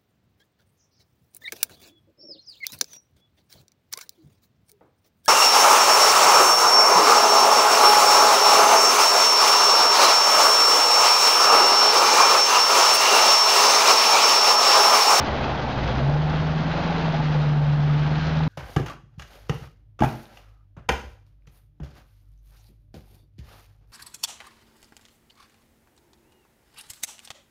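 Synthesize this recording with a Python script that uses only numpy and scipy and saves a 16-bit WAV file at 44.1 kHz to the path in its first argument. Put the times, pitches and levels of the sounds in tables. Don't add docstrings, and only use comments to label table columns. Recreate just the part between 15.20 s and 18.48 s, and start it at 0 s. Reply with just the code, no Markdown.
import sys
import numpy as np
from scipy import signal
from scipy.io import wavfile
from scipy.ndimage import uniform_filter1d

SR = 44100
rng = np.random.default_rng(int(sys.argv[2]) if len(sys.argv) > 2 else 0)


def natural_amplitude(level_db):
    exponent = np.asarray(level_db, float) / 20
    return 10 ** exponent


def unload_audio(sound):
    columns = np.transpose(np.atleast_2d(sound))
    steps = np.round(np.clip(columns, -1, 1) * 32767)
    wavfile.write(sys.argv[1], SR, steps.astype(np.int16))


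N = 144648
RUN_IN = 4096


def rms_one(x):
    return x / np.sqrt(np.mean(x ** 2) + 1e-20)


def in_time(rows):
    s, *columns = np.transpose(rows)
    return [np.interp(np.arange(N) / SR, s, c) for c in columns]


def drift(rate_hz):
    hop = 40
    pole = np.exp(-2 * np.pi * rate_hz * hop / SR)
    noise = rng.standard_normal(N // hop + 2002)
    slow = signal.lfilter([1], [1, -2 * pole, pole * pole], noise)[2000:]
    return np.interp(np.arange(N) / hop, np.arange(len(slow)), rms_one(slow - slow.mean()))


def banded(spectrum, white, shared_db, own_db):
    hz, db = np.transpose(spectrum)
    edges = hz[0] * 2 ** np.arange(-1 / 3, np.log2(hz[-1] / hz[0]) + 1 / 3, 1 / 3)
    out, together = 0, drift(22.0)
    for k, (low, high) in enumerate(zip(edges, edges[1:])):
        bandpass = signal.butter(2, [low, high], "band", fs=SR, output="sos")
        band = signal.sosfilt(bandpass, white[k % 2])[RUN_IN:]
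        level_db = np.interp(np.log(low * high) / 2, np.log(hz), db)
        out = out + band * natural_amplitude(level_db + shared_db * together + own_db * drift(15.0))
    return rms_one(out)


def pool(seethe_db):
    # frequency in Hz, level in dB per Hz.
    seethe_colour = [(530, -23.5), (900, -11), (949, -14), (1270, 0.5), (1980, -7.5), (2850, -10),
                     (3070, -10), (5500, -17), (7150, -42.5), (12100, -120)]
    spatter_per_s, spatter_db, spread_db = 900, -7.5, 8
    sizes = natural_amplitude(spread_db * np.minimum(rng.exponential(1, N), 3.5)) * rng.choice([-1, 1], N)
    chance = spatter_per_s * natural_amplitude(5.0 * drift(20.0)) / SR
    clicks = sizes * (rng.random(N) < chance)
    spatter = np.pad(rms_one(clicks), (RUN_IN, 0), "reflect")
    white = rng.standard_normal((2, N + RUN_IN)) + natural_amplitude(spatter_db) * spatter
    return natural_amplitude(seethe_db + 4) * banded(seethe_colour, white, shared_db=1.0, own_db=.5)


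def engine():
    # time in seconds, firing rate in Hz, firing tone in dB,
    # exhaust boom in dB, uneven-bank lope in dB.
    revs = [(0, 74.2, -35.5, -48, -47.5), (.3, 70, -34, -52, -49), (.55, 61.9, -36, -34.5, -41.5),
            (.67, 58.9, -29, -38, -34), (.78, 65.1, -28.5, -26.5, -43.5), (.88, 71.16, -33, -19.5, -38),
            (1.0, 75.97, -35.5, -22, -37.5), (1.2, 77.38, -36, -24, -36.5), (1.4, 78.44, -34.5, -24, -35),
            (1.58, 82.8, -47, -30.5, -32), (1.72, 83.53, -35.5, -25.5, -34.5), (1.98, 77.1, -42, -24, -33),
            (2.18, 74.74, -38.5, -19.5, -43.5), (2.45, 73.16, -42, -19.5, -42.5),
            (2.78, 73.87, -36.5, -19, -40.5), (2.92, 75.85, -37, -22.5, -33),
            (3.05, 78.36, -34, -25.5, -36), (3.28, 78, -34.5, -20.5, -34.5)]
    # multiple of firing rate, level in dB, share of the lope's swing.
    side_orders = [(.625, -46, .4), (.75, -46, .2), (1.625, -51, .8), (3, -45, .6), (3.25, -47, .5),
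                   (3.5, -48, .5), (4, -49, .2)]
    wobble_db, side_wobble_db = .9, 0.5
    lope_phase, limp_phase = 0.26, 1.3

    hz, firing_db, boom_db, lope_db = in_time(revs)
    wander = .03 * drift(18.0)
    turn = 2 * np.pi * np.cumsum(uniform_filter1d(hz, size=3000)) / SR + wander
    lope_swing = lope_db - lope_db.mean()

    def tone(order, db, wobble, phase):
        return np.sqrt(2) * natural_amplitude(db + wobble * drift(5.6)) * np.sin(order * turn + phase)

    out = tone(1, firing_db, wobble_db, 0)
    out += tone(2, boom_db, wobble_db / 2, 0)
    out += tone(7 / 4, lope_db - 2.5, wobble_db, -lope_phase)
    out += tone(9 / 4, -41.5 + 0.57 * lope_swing, wobble_db, lope_phase)
    out += tone(15 / 8, -41.5, wobble_db, limp_phase)
    for order, db, share in side_orders:
        phase = rng.uniform(0, 2 * np.pi)
        out += tone(round(order * 8) / 8, db + share * lope_swing, side_wobble_db, phase)
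    return out + coasting_pipe()


def coasting_pipe():
    pipe_hz, width_hz, pipe_db, rise_s, fade_s = 141.3, 3.3, -32, .35, .6
    t = np.arange(N) / SR
    phase = 2 * np.pi * np.cumsum(pipe_hz + width_hz * drift(3.7)) / SR
    ring = natural_amplitude(0.7 * drift(4.0)) * np.sin(phase)
    swell = np.clip(0.13 + t / rise_s, 0, 1) / (1 + (t / fade_s) ** 8)
    return np.sqrt(2) * natural_amplitude(pipe_db) * ring * swell


def road(roar_db):
    # frequency in Hz, level in dB per Hz.
    roar_colour = [(180, -21.5), (300, -2.5), (400, -2), (570, 0.5), (805, 2), (1000, -5.5), (1500, -17),
                   (2200, -120)]
    rumble_colour = [(30, -10), (48, 3), (100, 2.5), (150, -1), (230, 5), (320, -7), (450, -11)]
    roar_noise = rng.standard_normal((2, N + RUN_IN))
    roar = natural_amplitude(roar_db - 0.23) * banded(roar_colour, roar_noise, shared_db=1.0, own_db=0.0)
    rumble_noise = rng.standard_normal((2, N + RUN_IN))
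    rumble = banded(rumble_colour, rumble_noise, shared_db=0.6, own_db=-2.5)
    rumble_db = -33.5 + 0.59 * (roar_db - roar_db.mean())
    return roar + natural_amplitude(rumble_db) * rumble


def splats():
    # start in seconds, peak level in dB.
    landings = [(0.0478, -27), (0.1635, -26.5), (0.6772, -19.5), (0.7166, -35), (0.8624, -35),
                (0.8964, -23), (1.0202, -36), (1.0984, -26), (1.5174, -25), (1.7262, -26.5), (1.7803, -22),
                (1.854, -32), (1.924, -28), (1.9687, -29.5), (2.7791, -29.5), (2.9548, -24), (3.0679, -25),
                (3.235, -25.5)]
    t60_s, trim_db = .022, -1
    out, t = np.zeros(N + SR), np.arange(SR // 20) / SR
    for s, db in landings:
        decay = natural_amplitude(db + trim_db - 60 * t / t60_s)
        out[int(s * SR):][:len(t)] += decay * rng.standard_normal(len(t))
    bright = signal.butter(2, [900, 5000], "band", fs=SR, output="sos")
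    return signal.sosfilt(bright, out[:N])


def plops():
    # start in seconds, peak level in dB, pitch in Hz, ring length in cycles.
    bubbles = [(.08, -31, 224, 5.4), (.09, -24.5, 585, 14), (.2, -24.5, 562, 10), (.3, -31, 530, 9.3),
               (0.352, -24, 228, 3.6), (.43, -25, 230, 7.2), (0.609, -21.5, 151.5, 8.5),
               (.68, -22, 505, 11), (0.79, -24.5, 232, 7), (1.44, -26.5, 265, 6.5), (1.545, -27, 550, 10),
               (1.56, -27, 680, 12), (1.605, -25, 833, 8.8), (1.695, -19.5, 820, 18),
               (1.775, -20, 445, 6.7), (1.84, -33, 229.8, 8.3), (1.85, -24, 890, 12),
               (1.88, -21.5, 706, 10), (1.935, -21.5, 677, 13), (1.94, -21.5, 816, 12),
               (2.0, -19, 850, 6.3), (2.145, -24, 500, 10), (2.695, -26, 1255, 12.3),
               (3.2062, -18, 791.5, 2.1)]
    rise_share, glide = .25, .01
    out, t = np.zeros(N + SR), np.arange(SR // 5) / SR
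    for s, db, hz, cycles in bubbles:
        life = cycles / hz
        rise = 1 - np.exp(-(t / (rise_share * life)) ** 2)
        ring = np.sin(2 * np.pi * hz * t * (1 + glide * t / life / 2))
        out[int(s * SR):][:len(t)] += natural_amplitude(db) * rise * np.exp(-t / life) * ring
    return out[:N]


def scene():
    # time in seconds, pool seethe in dB, road roar in dB.
    flow = [(0, -36.5, -27.5), (.25, -37, -28), (.45, -39.5, -30), (.68, -37, -29.5), (.9, -40.5, -31),
            (1.04, -41, -32), (1.13, -38.5, -31), (1.3, -40, -33.5), (1.5, -39, -31.5),
            (1.57, -36.5, -29.5), (1.95, -38, -30.5), (2.2, -40.5, -33.5), (2.4, -43, -35),
            (2.8, -41, -34.5), (3.1, -38.5, -33.5), (3.28, -42, -35)]
    seethe_db, roar_db = in_time(flow)
    mix = pool(seethe_db) + engine() + road(roar_db) + splats() + plops()
    return mix[None]


def low_pass(x):
    return signal.sosfilt(signal.butter(12, 15140, fs=SR, output="sos"), x)


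def record(dry):
    ceiling, offset, keep_every = 0.46, -.0067, 4
    wide = np.pad(dry, ((0, 0), (RUN_IN, RUN_IN)), "reflect", reflect_type="odd")
    n = np.arange(wide.shape[1])
    rounded = ceiling * np.tanh(wide / ceiling)
    low = signal.sosfilt(signal.butter(6, 5790, fs=SR, output="sos"), rounded)
    sparse = keep_every * (low + offset) * (n % keep_every == 0)
    taps = signal.firwin(numtaps=33, cutoff=5526, window=("kaiser", 5.2), fs=SR)
    smooth = signal.lfilter(taps, 1, sparse)
    fold_hz, fold_db = 14927, -79
    bass = signal.sosfilt(signal.butter(2, 250, fs=SR, output="sos"), low)
    smooth = smooth + natural_amplitude(fold_db) * bass * np.cos(2 * np.pi * fold_hz * n / SR)
    smooth = smooth[:, RUN_IN + 16:RUN_IN + 16 + N]
    fade_s = .002
    edge = np.minimum(np.arange(N), np.arange(N)[::-1]) / (fade_s * SR)
    return low_pass(smooth * np.sin(np.pi / 2 * np.clip(edge, 0, 1)) ** 2)


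dry = scene()
out = record(dry)
unload_audio(out)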